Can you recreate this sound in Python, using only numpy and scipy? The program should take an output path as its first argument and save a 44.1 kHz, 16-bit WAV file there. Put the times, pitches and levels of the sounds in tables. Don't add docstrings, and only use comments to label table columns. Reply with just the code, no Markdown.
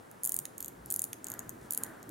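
import sys
import numpy as np
from scipy import signal
from scipy.fft import rfft, irfft
from scipy.io import wavfile

SR = 44100
rng = np.random.default_rng(int(sys.argv[2]) if len(sys.argv) > 2 else 0)


def dump_mix(stems):
    frames = np.atleast_2d(stems).T
    limited = np.clip(frames, -1, 1)
    pcm = np.round(limited * 32767).astype(np.int16)
    wavfile.write(sys.argv[1], SR, pcm)


N = 92610
TIME_S = np.arange(N) / SR


def from_db(db):
    return 10 ** (np.asarray(db) / 20)


def at_hz(points, hz):
    points_hz, values = np.transpose(points)
    return np.interp(np.log(hz + 1e-3), np.log(points_hz), values)


def unit_energy(x):
    return x / np.sqrt(np.mean(np.sum(x ** 2, axis=-1)) + 1e-20)


def band(x, edges_hz):
    return signal.sosfilt(signal.butter(2, edges_hz, "band", fs=SR, output="sos"), x)


def stereo(mid, side):
    return np.array([mid + side, mid - side])


def decay(t, t60_s):
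    return np.exp(-np.log(1000) * t / t60_s)


def swell(peak_s, width_s, level_db):
    return from_db(level_db) * np.exp(-((TIME_S - peak_s) / width_s) ** 2)


def noise(spectrum, correlation):
    hz = np.fft.rfftfreq(N, 1 / SR)
    mid, side = rfft(rng.standard_normal((2, N)))
    alike = correlation if np.isscalar(correlation) else at_hz(correlation, hz)
    white = stereo(np.sqrt(1 + alike) * mid, np.sqrt(1 - alike) * side)
    return unit_energy(irfft(white * from_db(at_hz(spectrum, hz)), N)) * np.sqrt(N)


# freq_hz, relative_db
ROOM_SPECTRUM = [(25, -23), (60, -11), (125, -3.5), (300, -1.5), (600, -3), (1000, -5), (1700, -10.5),
                 (2500, -21), (5000, -28), (10000, -23.5), (16000, -31)]
# freq_hz, correlation
ROOM_CORRELATION = [(150, 0.93), (300, -0.056), (600, -0.37), (1200, -0.46), (2000, 0.28), (5000, 0.81),
                    (15000, 0.099)]


def room_noise():
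    return from_db(-53.5) * noise(ROOM_SPECTRUM, ROOM_CORRELATION)


# time_s, level_db
RUMBLE_LEVELS = [(0, -53), (.06, -73.5), (.42, -60), (1.0, -59.5), (1.199, -54.5), (1.4, -54),
                 (1.62, -54.5), (1.74, -61.5), (1.831, -50.5), (1.97, -67), (2.1, -48)]
# freq_hz, relative_db
RUMBLE_SPECTRUM = [(40, -29), (75, -39), (108, 3), (150, -6), (270, -0.5), (370, -1.5), (500, -15.5),
                   (1200, -38)]


def rumble():
    level_db = np.interp(TIME_S, *np.transpose(RUMBLE_LEVELS))
    return from_db(level_db) * noise(RUMBLE_SPECTRUM, correlation=1.0)


# freq_hz, t60_s, pawl_db, clutch_db, knock_db
WATCH_MODES = [(1840, 0.026, -26, -30, -7.5), (2610, 0.0075, -15.5, -22, -2.5), (3170, 0.0054, -9, -8.5, 0),
               (4000, 0.0053, -10, -1.5, -1), (6636, 0.007, -15.5, -1, 1), (7083, 0.0052, -5.5, -2, -5),
               (8390, 0.0035, -6, -0.5, 2), (9550, 0.0028, 5, -13, -27), (10700, 0.0026, 3.5, -1, 9),
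               (11440, 0.0037, -2.5, 0.5, -5), (12490, 0.0032, 5.5, 1.5, -9), (14800, 0.0014, 10, -2, -19)]
STEEL_ABOVE_HZ, WHEEL_HZ, CRACK_HZ = 6000, (7700, 9900), (8600, 15100)
SCATTER_DB, SCATTER_RAD = 0.34, 0.69
SIDE_DB, SIDE_DB_PER_OCT, PAN_DB = -16, 10, (-0.35, 0.35)
SLIDE_S, CLACK_EDGE_RATIO = 0.00071, 1.42


def clicks(events, striker, clack_hz, clack_share, rise_s, crack_db, crack_t60_s, slide_db):
    modes = np.array(WATCH_MODES)
    hz, t60_s = modes[:, :1], modes[:, 1:2]
    struck_db = modes[:, [2 + ["pawl", "clutch", "knock"].index(striker)]]
    is_steel = hz > STEEL_ABOVE_HZ
    is_wheel = (hz > WHEEL_HZ[0]) & (hz < WHEEL_HZ[1])
    octaves = np.log2(np.maximum(hz, STEEL_ABOVE_HZ) / hz.mean())
    side_gain = from_db(SIDE_DB + SIDE_DB_PER_OCT * octaves)
    alternating_rad = np.pi * np.arange(len(hz))[:, None]
    steel_highpass = signal.butter(4, STEEL_ABOVE_HZ, "high", fs=SR, output="sos")
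    clack_edges_hz = (clack_hz / CLACK_EDGE_RATIO, clack_hz * CLACK_EDGE_RATIO)

    lead, length = SR // 400, SR // 80
    from_impact_s = np.arange(-lead, length) / SR
    t = np.maximum(from_impact_s, 0)
    attack = 1 - np.exp(-(t / rise_s) ** 2)
    impact = from_db(crack_db) * unit_energy(attack * decay(t, crack_t60_s))
    slide = from_db(slide_db) * unit_energy(np.exp(-np.abs(from_impact_s) / SLIDE_S))
    contact = impact + slide

    out = np.zeros((2, N + length))
    for start_s, level_db, tilt_db_per_oct, wheel_db, case_db in events:
        mode_db = struck_db + tilt_db_per_oct * octaves + wheel_db * is_wheel
        strength = from_db(mode_db + SCATTER_DB * rng.standard_normal(hz.shape))
        phase_rad = alternating_rad + SCATTER_RAD * rng.standard_normal((2, len(hz), 1))
        mid, side = strength * attack * decay(t, t60_s) * np.sin(2 * np.pi * hz * t + phase_rad)
        side = side * side_gain * rng.choice([-1, 1], hz.shape)
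        steel_ring = unit_energy(stereo((mid * is_steel).sum(axis=0), (side * is_steel).sum(axis=0)))
        case_ring = unit_energy((mid * ~is_steel).sum(axis=0))
        crack_mid, crack_side = band(rng.standard_normal((2, len(t))) * contact, CRACK_HZ)
        crack = unit_energy(stereo(crack_mid, side_gain[-1] * crack_side)) * np.linalg.norm(contact)
        steel = unit_energy(signal.sosfilt(steel_highpass, steel_ring + crack))
        clack = unit_energy(band(rng.standard_normal(len(t)) * contact, clack_edges_hz))
        case = unit_energy(np.sqrt(1 - clack_share) * case_ring + np.sqrt(clack_share) * clack)
        click = (steel + from_db(case_db) * case) * from_db(PAN_DB)[:, None]
        start = int(start_s * SR)
        out[:, start - lead:start + length] += from_db(level_db) * unit_energy(click)
    return out[:, :N] * np.sqrt(SR / 1000)


# start_s, level_db, tilt_db_per_oct, wheel_db, case_db
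PAWL_DROPS = [(0.1135, -42.8, 0.0, -4.0, -19.0), (0.2346, -24.1, -3.0, -6.0, -29.0),
              (0.2437, -22.7, 0.0, -0.0, -28.0), (0.2511, -20.5, -0.0, -2.0, -29.0),
              (0.2597, -22.3, 2.0, 2.0, -28.0), (0.2739, -23.1, -2.0, -0.0, -25.0),
              (0.2936, -22.2, 1.0, 1.0, -27.0), (0.3205, -22.1, -4.0, 2.0, -25.0),
              (0.3424, -21.0, -2.0, 3.0, -28.0), (0.3649, -21.9, 2.0, 4.0, -26.0),
              (0.3893, -21.6, -4.0, 2.0, -23.0), (0.8597, -36.9, 6.0, -6.0, -28.0),
              (0.903, -25.1, -7.0, 1.0, -24.0), (0.911, -24.4, 4.0, 8.0, -21.0),
              (0.9239, -21.4, 7.0, 3.0, -27.0), (0.9406, -22.4, 1.0, -0.0, -24.0),
              (0.9617, -21.5, 2.0, -1.0, -25.0), (0.9932, -21.4, -3.0, -1.0, -24.0),
              (1.0191, -21.5, -4.0, 3.0, -22.0), (1.0407, -22.4, -6.0, 1.0, -21.0),
              (1.7079, -21.9, 5.0, -5.0, -24.0), (1.7226, -25.7, -4.0, -5.0, -22.0),
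              (1.7349, -25.1, 2.0, 1.0, -23.0), (1.748, -26.9, -4.0, -3.0, -20.0),
              (1.7756, -20.1, 2.0, -4.0, -22.0), (1.8354, -21.9, -8.0, 3.0, -21.0)]


def pawl():
    return clicks(PAWL_DROPS, "pawl", clack_hz=5170, clack_share=0.89, rise_s=0.00047,
                  crack_db=-9, crack_t60_s=0.002, slide_db=-12.5)


def stick_slip(grains_per_s=840, edges_hz=(4430, 12000)):
    grains = (rng.random(N) < grains_per_s / SR) * rng.standard_normal(N)
    return unit_energy(band(grains, edges_hz)) * np.sqrt(N)


def gear_rasp(peak_db=-53, width_s=0.0063):
    turning = np.max([swell(start_s, width_s, db) for start_s, db, *_ in PAWL_DROPS], axis=0)
    return from_db(peak_db) * turning / turning.max() * stick_slip()


def diffuse_tail(t60_s, build_s):
    t = np.arange(SR // 2) / SR
    return unit_energy(rng.standard_normal((2, len(t))) * decay(t, t60_s) * (1 - np.exp(-t / build_s)))


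# delay_s, left_db, right_db
NEAR_ECHOES = [(0.0097, -14, -21), (0.0125, -22, -22)]


def reflections(x, walls_db=-16, wall_cutoff_hz=17000, hand_db=-13):
    wall_lowpass = signal.butter(2, wall_cutoff_hz, fs=SR, output="sos")
    walls = signal.sosfilt(wall_lowpass, diffuse_tail(t60_s=0.3, build_s=0.013))
    hand = diffuse_tail(t60_s=0.016, build_s=0.0012)
    response = from_db(walls_db) * walls + from_db(hand_db) * hand
    for delay_s, left_db, right_db in NEAR_ECHOES:
        response[:, int(delay_s * SR)] += from_db([left_db, right_db])
    return signal.fftconvolve(x, response, axes=1)[:, :N]


# peak_s, width_s, level_db
HAND_BUMPS = [(.40, 0.054, -58.5), (.78, 0.24, -62), (.85, 0.05, -59), (1.48, 0.043, -54.5),
              (1.63, 0.082, -58.5), (2.07, 0.081, -64)]
# freq_hz, relative_db
BUMP_SPECTRUM = [(25, -20), (58, 9.5), (80, 2), (130, 9.5), (200, 3.5), (400, -45)]


def hand_bumps():
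    return sum(swell(*bump) for bump in HAND_BUMPS) * noise(BUMP_SPECTRUM, correlation=0.98)


# start_s, level_db, tilt_db_per_oct, wheel_db, case_db, clack_hz
CROWN_KNOCKS = [(.454, -29, 2.5, -6, -10.5, 3350), (1.1309, -28.6, -2, 0.5, -8, 3720)]


def crown_knocks():
    return sum(clicks([knock], "knock", clack_hz, clack_share=0.83, rise_s=0.00024,
                      crack_db=-7, crack_t60_s=0.006, slide_db=-13.5)
               for *knock, clack_hz in CROWN_KNOCKS)


# start_s, level_db, tilt_db_per_oct, wheel_db, case_db
CLUTCH_SLIPS = [(0.5805, -32.5, 2, -4, -29), (0.6048, -29.5, 8, -2, -16.5), (0.6072, -35, 6, -1, -20),
                (0.6267, -30, 6, -2, -19), (0.6457, -30.5, 2.5, -2.5, -18.5), (0.6596, -34.5, 3, 1, -25),
                (0.6815, -31.5, 10, 0, -23), (0.6842, -38.5, 16, -1, -16), (1.2437, -29.5, -13, 14, -27),
                (1.2685, -31.5, -2, -6, -12.5), (1.2844, -35, -8, -1, -23), (1.3013, -30, 10, 3, -28),
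                (1.3179, -29.5, -4, -5, -20), (1.3389, -32.5, 9, 2, -19), (1.3922, -28, -6, -4, -25),
                (1.4933, -29.5, 1, -1.5, -29.5), (1.8642, -45, 13, -1, -8), (2.0289, -43, -5, -2, -12),
                (2.0925, -40.5, 4, 6, -15)]


def clutch():
    return clicks(CLUTCH_SLIPS, "clutch", clack_hz=4540, clack_share=0.84, rise_s=0.00013,
                  crack_db=-12.5, crack_t60_s=0.015, slide_db=-13)


# peak_s, width_s, level_db
SKIN_SLIDES = [(0.879, 0.023, -62), (1.64, 0.05, -66)]


def skin_slides():
    return sum(swell(*slide) for slide in SKIN_SLIDES) * stick_slip()


# start_s, peak_s, end_s, level_db
DISTANT_SWELLS = [(1.225, 1.322, 1.59, -50), (1.515, 1.664, 1.82, -56.5), (1.747, 1.834, 2.17, -49)]
# freq_hz, relative_db
DISTANT_SPECTRUM = [(100, -14), (260, 2), (600, -4.5), (1150, -5), (1620, -3.5), (1950, -8), (2300, -19.5),
                    (5000, -30)]


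def distant_swells():
    envelope = sum(from_db(db) * np.interp(TIME_S, times_s, [0, 1, 0]) for *times_s, db in DISTANT_SWELLS)
    return envelope * noise(DISTANT_SPECTRUM, correlation=0.76)


def scene():
    winding = pawl() + gear_rasp() + crown_knocks() + clutch() + skin_slides()
    return room_noise() + rumble() + winding + reflections(winding) + hand_bumps() + distant_swells()


def record(dry):
    return signal.sosfilt(signal.ellip(10, .2, 80, 16000, fs=SR, output="sos"), dry)


dry = scene()
out = record(dry)
dump_mix(out)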